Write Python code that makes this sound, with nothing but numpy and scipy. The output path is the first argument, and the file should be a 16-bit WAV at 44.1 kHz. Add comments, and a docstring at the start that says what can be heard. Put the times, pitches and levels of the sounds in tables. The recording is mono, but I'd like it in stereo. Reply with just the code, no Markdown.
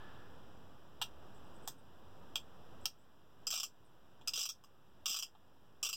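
"""A small quiet room, two microphone ports close to a revolver worked by hand over a table.
A rustle with a faint tone dies away first; then the hammer is cocked notch by notch, with faint chirps between.
From 3.5 s the palm spins the cylinder four times, its ratchet ticking slower and slower, among light taps.
Every click is a crack plus ringing steel modes, returned by table and walls over rumble and hiss.
The recorder widens the stereo: each channel gets the other one inverted and late."""
import sys
import numpy as np
from scipy import signal
from scipy.fft import rfft, irfft
from scipy.io import wavfile
from scipy.ndimage import uniform_filter1d

SR = 44100
rng = np.random.default_rng(int(sys.argv[2]) if len(sys.argv) > 2 else 0)


def dump_mix(stems):
    """Bounce the given channels to the path in sys.argv[1] as a 16-bit WAV at rate SR."""
    frames = np.atleast_2d(stems).T  # one column per channel
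    limited = np.clip(frames, -1, 1)  # hard clip at full scale
    pcm = np.round(limited * 32767).astype(np.int16)
    wavfile.write(sys.argv[1], SR, pcm)


N = 262832
BLOW_SAMPLES = 4096  # buffer of one click or knock; its second half is silenced


def undb(db):
    """dB to gain."""
    return 10 ** (np.asarray(db) / 20)


def colour(x, points):
    """Filter by (frequency [Hz], gain [dB]) points on a log-frequency axis, -60 dB below the first."""
    hz, db = np.transpose(points)
    f = np.arange(len(x) // 2 + 1) * SR / len(x) + 1
    gain_db = np.interp(np.log(f), np.log(hz), db, left=-60)
    return irfft(rfft(x) * undb(gain_db), len(x))


def even(x, smooth_hz):
    """Keep the fine grain of a noisy burst but flatten its broad spectrum."""
    spectrum = rfft(x)
    power = uniform_filter1d(np.abs(spectrum) ** 2, size=int(smooth_hz * len(x) / SR) + 1)
    return irfft(spectrum * np.sqrt(power.mean() / power), len(x))


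def unit(x):
    """Scale to rms 1."""
    return x / np.sqrt(np.mean(x ** 2))


def fade(t, t60):
    """Exponential decay from t = 0, by 60 dB in t60 seconds; silent before."""
    return np.exp(-np.log(1000) * np.maximum(t, 0) / t60) * (t >= 0)


def add(track, s, x):
    """Mix x into track at s seconds."""
    i = int(s * SR)
    track[i:i + len(x)] += x[:len(track) - i]


def revolver():
    """Hammer, ratchet and palm as they reach the two ports."""
    # hammer notches and light taps: (time [s], nominal peak [dB], echo [dB], contact build-up [s],
    # drive of the knock [dB], of the body [dB], of the bright ring [dB], of the top [dB])
    hammer = [(1.015, -27, 2, 0.00085, -12, -6.5, -17.5, -17.5),
              (1.6753, -28.5, -3, 0.0014, -21, -17.5, -22, -15.5),
              (2.3565, -22.5, -6, 0.00057, -29.5, -12.5, -24.5, -25),
              (2.8558, -20, -9, 0.0007, -33, -15.5, -14, -22), (4.212, -54, -2, 0.0015, -11, -12, -26, -27),
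              (4.6382, -50.5, -1, 0.00083, -8.5, -16.5, -15, -17),
              (5.35, -53, -4, 0.0012, -1, -14.5, -40, -35)]
    # which of those four drives each drive band of click() follows: (index)
    hammer_follows = [0, 0, 0, 1, 1, 1, 1, 2, 3, 3]
    # offset added in each drive band: (level [dB])
    hammer_shape_db = [-9.5, -2.5, -1, -14, -3.5, 0, -6.5, .1, -2, 1]
    # how a ratchet tooth drives each band: (level [dB])
    ratchet_drive_db = [-35, -39.5, -19.5, -35.5, -8, -10.5, -17, -7.5, -14, -13]

    ports = np.zeros((2, N))
    for s, db, echo_db, rise_s, *drives_db in hammer:
        drive_db = np.take(drives_db, hammer_follows) + hammer_shape_db
        heard(ports, s - .002, click(db, drive_db, rise_s=rise_s), echo_db)
    for s, db in ratchet():
        heard(ports, s - .002, click(db, ratchet_drive_db), 0)
    palm(ports)
    return ports


def click(level_db, drive_db, scatter_db=3.0, crack_db=14.5, crack_t60=0.0078, rise_s=0.00061):
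    """A blow of steel on steel, 2 ms into its buffer: a short crack and the modes, each struck unevenly."""
    # drive bands: (frequency [Hz])
    drive_hz = [720, 920, 1100, 1800, 2700, 3300, 4200, 5300, 7500, 13000]
    # steel frame and cylinder before scatter and drive: (frequency [Hz], level [dB], t60 [s])
    steel = [(708, 5.5, 0.019), (960, -6, 0.008), (1121, -2.5, 0.0093), (1305, 1, 0.025), (1797, 5, 0.013),
             (2370, -5, 0.049), (2487, -2, 0.02), (2776, 1, 0.015), (3240, -3.5, 0.024), (3528, -4, 0.027),
             (3984, 1.5, 0.015), (4476, -1.5, 0.032), (4991, 3.5, 0.023), (5510, -9.5, 0.043),
             (5700, 1.5, 0.012), (6050, -3.5, 0.031), (6350, -1.5, 0.03), (6590, 2.5, 0.021),
             (6620, -2, 0.016), (7460, 5, 0.013), (8404, -1.5, 0.016), (9610, -17.5, 0.021),
             (12660, -16, 0.012), (14470, -7, .008), (16300, -15, 0.0123)]
    # spectrum of the crack before the drive: (frequency [Hz], level [dB])
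    crack_shape = [(300, -30), (700, 12), (2000, 1), (3000, -1.5), (8200, 5.5), (9200, -5.5), (10800, -8.5),
                   (12200, -5.5), (14400, 2.5), (15500, -3)]
    crest_db = 8  # nominal peak of a click over the rms of its first 300 samples

    t = np.arange(BLOW_SAMPLES) / SR - .002
    swell = np.clip(t / rise_s, 0, 1)  # the contact builds up

    hz, db, t60 = np.transpose(steel)[:, :, None]
    chance = rng.standard_normal((2, len(steel), 1))
    sign = (-1) ** np.arange(len(steel))[:, None]  # neighbouring modes radiate in opposite phase
    mode_hz = hz * (1 + 0.0028 * chance[1])
    strength = sign * undb(db + scatter_db * chance[0])
    modes = strength * np.sin(2 * np.pi * mode_hz * t) * fade(t, t60)

    burst = rng.standard_normal(BLOW_SAMPLES) * fade(t, crack_t60) * swell
    crack = colour(even(burst, 500), crack_shape)

    blow = modes.sum(axis=0) * swell + undb(crack_db) * crack
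    drive = [(300, -50), (600, drive_db[0] - 6)] + list(zip(drive_hz, drive_db))
    x = colour(blow, drive) * (t < t[-1] / 2)
    return undb(level_db - crest_db) * x / np.sqrt(np.mean(x[:300] ** 2))


def ratchet():
    """Ticks (time, nominal peak): steady friction slows the free cylinder, so the teeth come further apart."""
    # teeth passed while the palm still drags the cylinder: (time [s], nominal peak [dB])
    pushed = [(3.469, -25), (3.5042, -28), (4.2746, -25.5), (4.335, -28.5), (4.3579, -30), (5.0577, -25),
              (5.0794, -29), (5.8288, -25.5), (5.8486, -27)]
    # the cylinder is let go and coasts to a stop: (time [s], speed [teeth per s])
    coasts = [(3.5233, 67.8), (4.3753, 66.5), (5.0953, 72.25), (5.8634, 43.6)]
    friction = 400  # teeth per s lost each second
    coast_db, tooth_scatter_db = -29.5, 0.76  # mean nominal peak of a coasting tick; unevenness of the teeth

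    ticks = list(pushed)
    for s, speed in coasts:
        teeth = np.arange(int(speed ** 2 / (2 * friction)) + 1)
        late_s = (speed - np.sqrt(speed ** 2 - 2 * friction * teeth)) / friction
        tick_db = coast_db + tooth_scatter_db * rng.standard_normal(len(teeth))
        ticks += zip(s + late_s, tick_db)
    return ticks


def palm(ports):
    """Dull knocks of thumb and palm on the frame: short noise bursts, each filtered around one pitch."""
    # (time [s], peak before echoes [dB], centre frequency [Hz])
    knocks = [(1.678, -37, 760), (3.536, -43, 650), (4.379, -47, 415), (5.100, -44, 213),
              (5.862, -48.5, 500)]
    t = np.arange(BLOW_SAMPLES) / SR
    for s, db, hz in knocks:
        burst = rng.standard_normal(BLOW_SAMPLES) * fade(t - .004, 0.036)
        thud = colour(burst, [(hz / 2, -18), (hz, 0), (2 * hz, -18), (8 * hz, -60)])
        knock = undb(db) * thud * (t < t[-1] / 2) / np.abs(thud).max()
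        heard(ports, s - .004, knock, -17.5)


def heard(ports, s, x, echo_db):
    """The gun is nearer the left port; the right one hears mostly the room."""
    # off table and walls, before scatter: (delay [s], level at left port [dB], level at right port [dB])
    echoes = [(.0013, -6.5, -37), (.0027, -11.5, -14), (.0046, -11.5, -15), (.0062, -4, -33),
              (.0081, -7.5, -14), (.0095, -11, -28), (0.0115, -13, -12.5), (0.017, -11.5, -21),
              (.0215, -26, -24)]
    delay_s, left_db, right_db = np.transpose(echoes)
    add(ports[0], s, x)
    add(ports[1], s, undb(-26.0) * x)
    add(ports[0], s, undb(echo_db) * signal.fftconvolve(x, room(delay_s, left_db, -27.0, -32)))
    add(ports[1], s, undb(echo_db) * signal.fftconvolve(x, room(delay_s, right_db, -29, -39.5)))


def room(delay_s, echo_db, scatter_db, tail_db):
    """Single echoes over fine scatter and a longer tail thin in the bass; a little different for every blow."""
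    t = np.arange(7000) / SR
    tail = colour(rng.standard_normal(len(t)), [(100, -10), (5000, 8.5), (16000, 7.0)]) * fade(t - .004, .12)
    scatter = fade(t - .001, 0.043) * rng.standard_normal(len(t))
    response = undb(scatter_db) * scatter + undb(tail_db) * tail
    chance = rng.standard_normal((2, len(delay_s)))
    echo_at = (delay_s * (1 + .015 * chance[0]) * SR).astype(int)
    response[echo_at] += undb(echo_db + 1.3 * chance[1])
    return response


def chirps():
    """Faint thin glides near 8 kHz: sines whose strength is roughened by slow noise."""
    # (time [s], envelope level [dB], start [Hz], end [Hz], length before the decay [s])
    glides = [(1.344, -74, 7840, 7800, 0.03), (1.437, -81, 7700, 8200, 0.048),
              (1.54, -71, 8400, 8100, 0.026), (1.62, -71, 8400, 8000, 0.039),
              (1.781, -71, 8600, 8460, 0.012), (2.809, -73.5, 7800, 8000, 0.035),
              (2.985, -80, 7660, 8240, 0.042), (3.847, -74, 8900, 8400, 0.019)]
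    out = np.zeros(N)
    for s, db, start_hz, end_hz, length in glides:
        n = int((length + 0.042) * SR)
        t = np.arange(n) / SR
        rough = unit(uniform_filter1d(rng.standard_normal(n), 60))
        onset = (t < length) * np.minimum(t / 0.0021, 1)
        decay = np.minimum(t / .006, 1) * fade(t - length, 0.11)
        hz = np.interp(t, [0, length], [start_hz, end_hz])
        phase = 2 * np.pi * np.cumsum(hz) / SR
        add(out, s, undb(db) * (onset + decay) * rough * np.sin(phase))
    return out


def air(shared_hz=250, shared_db=-0.5, right_db=-1.0):
    """Rumble, middle, hiss and rustle as filtered noise; only the deep bass is common to both ports."""
    # spectra of room rumble, middle and microphone hiss: (frequency [Hz], relative level [dB per Hz])
    rumble_shape = [(20, -11), (50, 2.5), (100, 3.5), (200, -3), (500, -11), (1000, -17.5), (1600, -24.5),
                    (2500, -50)]
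    middle_shape = [(800, 2), (1700, 2.5), (3000, -1.5), (5000, -8), (8000, -16.5), (11000, -25.5)]
    hiss_shape = [(4000, -10), (7000, -7.5), (10500, -11), (13000, -5), (15500, -2.5)]
    # the rustle dies away at the start: (time [s], level at left port [dB])
    rustle_fall = [(0, -57), (.2, -61), (.35, -70), (.6, -87)]
    # rustle with its faint tone: (frequency [Hz], relative level [dB per Hz])
    rustle_shape = [(700, -11), (1400, -3.5), (1620, -2), (1720, 5.5), (1820, -5.5), (3000, -13),
                    (4500, -16.5), (6000, -41)]
    # rms at the left port when the background stands at 0 dB; the rumble before its shared bass
    rumble_db, middle_db, hiss_db = -53, -66.5, -76.5
    # share of the background's swings in dB
    rumble_follows, middle_follows, hiss_follows = 0.97, 0.69, 0.29

    swing_db = background_db()
    rustle_db = np.interp(np.arange(N) / SR, *np.transpose(rustle_fall))

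    def pair(shape):
        """Independent noise for each port."""
        return np.array([unit(colour(rng.standard_normal(N), shape)) for _ in range(2)])

    bass = signal.butter(1, shared_hz, fs=SR, output="sos")
    shared = signal.sosfilt(bass, pair(rumble_shape)[0])
    rumble = pair(rumble_shape) + undb(shared_db) * shared
    out = undb(rumble_db + rumble_follows * swing_db) * rumble
    out = out + undb(middle_db + middle_follows * swing_db) * pair(middle_shape)
    out = out + undb(hiss_db + hiss_follows * swing_db) * pair(hiss_shape)
    out = out + undb(rustle_db) * pair(rustle_shape) * undb([[0], [-5]])
    return out * undb([[0], [right_db]])


def background_db():
    """Level of the background at every sample: a drawn curve that sinks and swells, lower after 2.9 s."""
    # (time [s], level [dB])
    background = [(0, 0.5), (.42, -.5), (.9, -4), (1.3, -0.1), (1.67, 0.3), (1.74, -6.5), (2.3, -0.4),
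                  (2.4, -4), (2.72, -0.4), (2.85, 0), (2.9, -10.5), (3.35, -9), (3.44, -5), (3.56, -13),
                  (3.7, -11), (4.33, -7), (4.43, -15.5), (4.7, -11.5), (5.06, -8.5), (5.12, -15),
                  (5.55, -10), (5.85, -9), (5.95, -13.5)]
    return np.interp(np.arange(N) / SR, *np.transpose(background))


def scene():
    """Gun, background and chirps, the chirps 6 dB weaker at the right port."""
    return revolver() + air() + chirps() * undb([[0], [-6]])


def record(dry, cross_bass=0.24, cross_all=0.48, cross_hz=7000):
    """Each channel gets the other one inverted and late, stronger in the bass; an offset; a steep top."""
    cross_lag = 20  # samples
    offset_db = -42  # left channel only, when the background stands at 0 dB; it swings with the background
    top_hz = 15900

    soft = signal.sosfilt(signal.butter(1, cross_hz, fs=SR, output="sos"), dry)
    crossed = cross_bass * soft + cross_all * dry
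    late = np.pad(crossed, ((0, 0), (cross_lag, 0)))[::-1, :N]  # channels swapped
    offset = undb(offset_db + background_db()) * np.array([[1], [0]])
    wide = dry - late + offset
    return signal.sosfilt(signal.ellip(8, .2, 70, top_hz, fs=SR, output="sos"), wide)


dry = scene()
out = record(dry)
dump_mix(out)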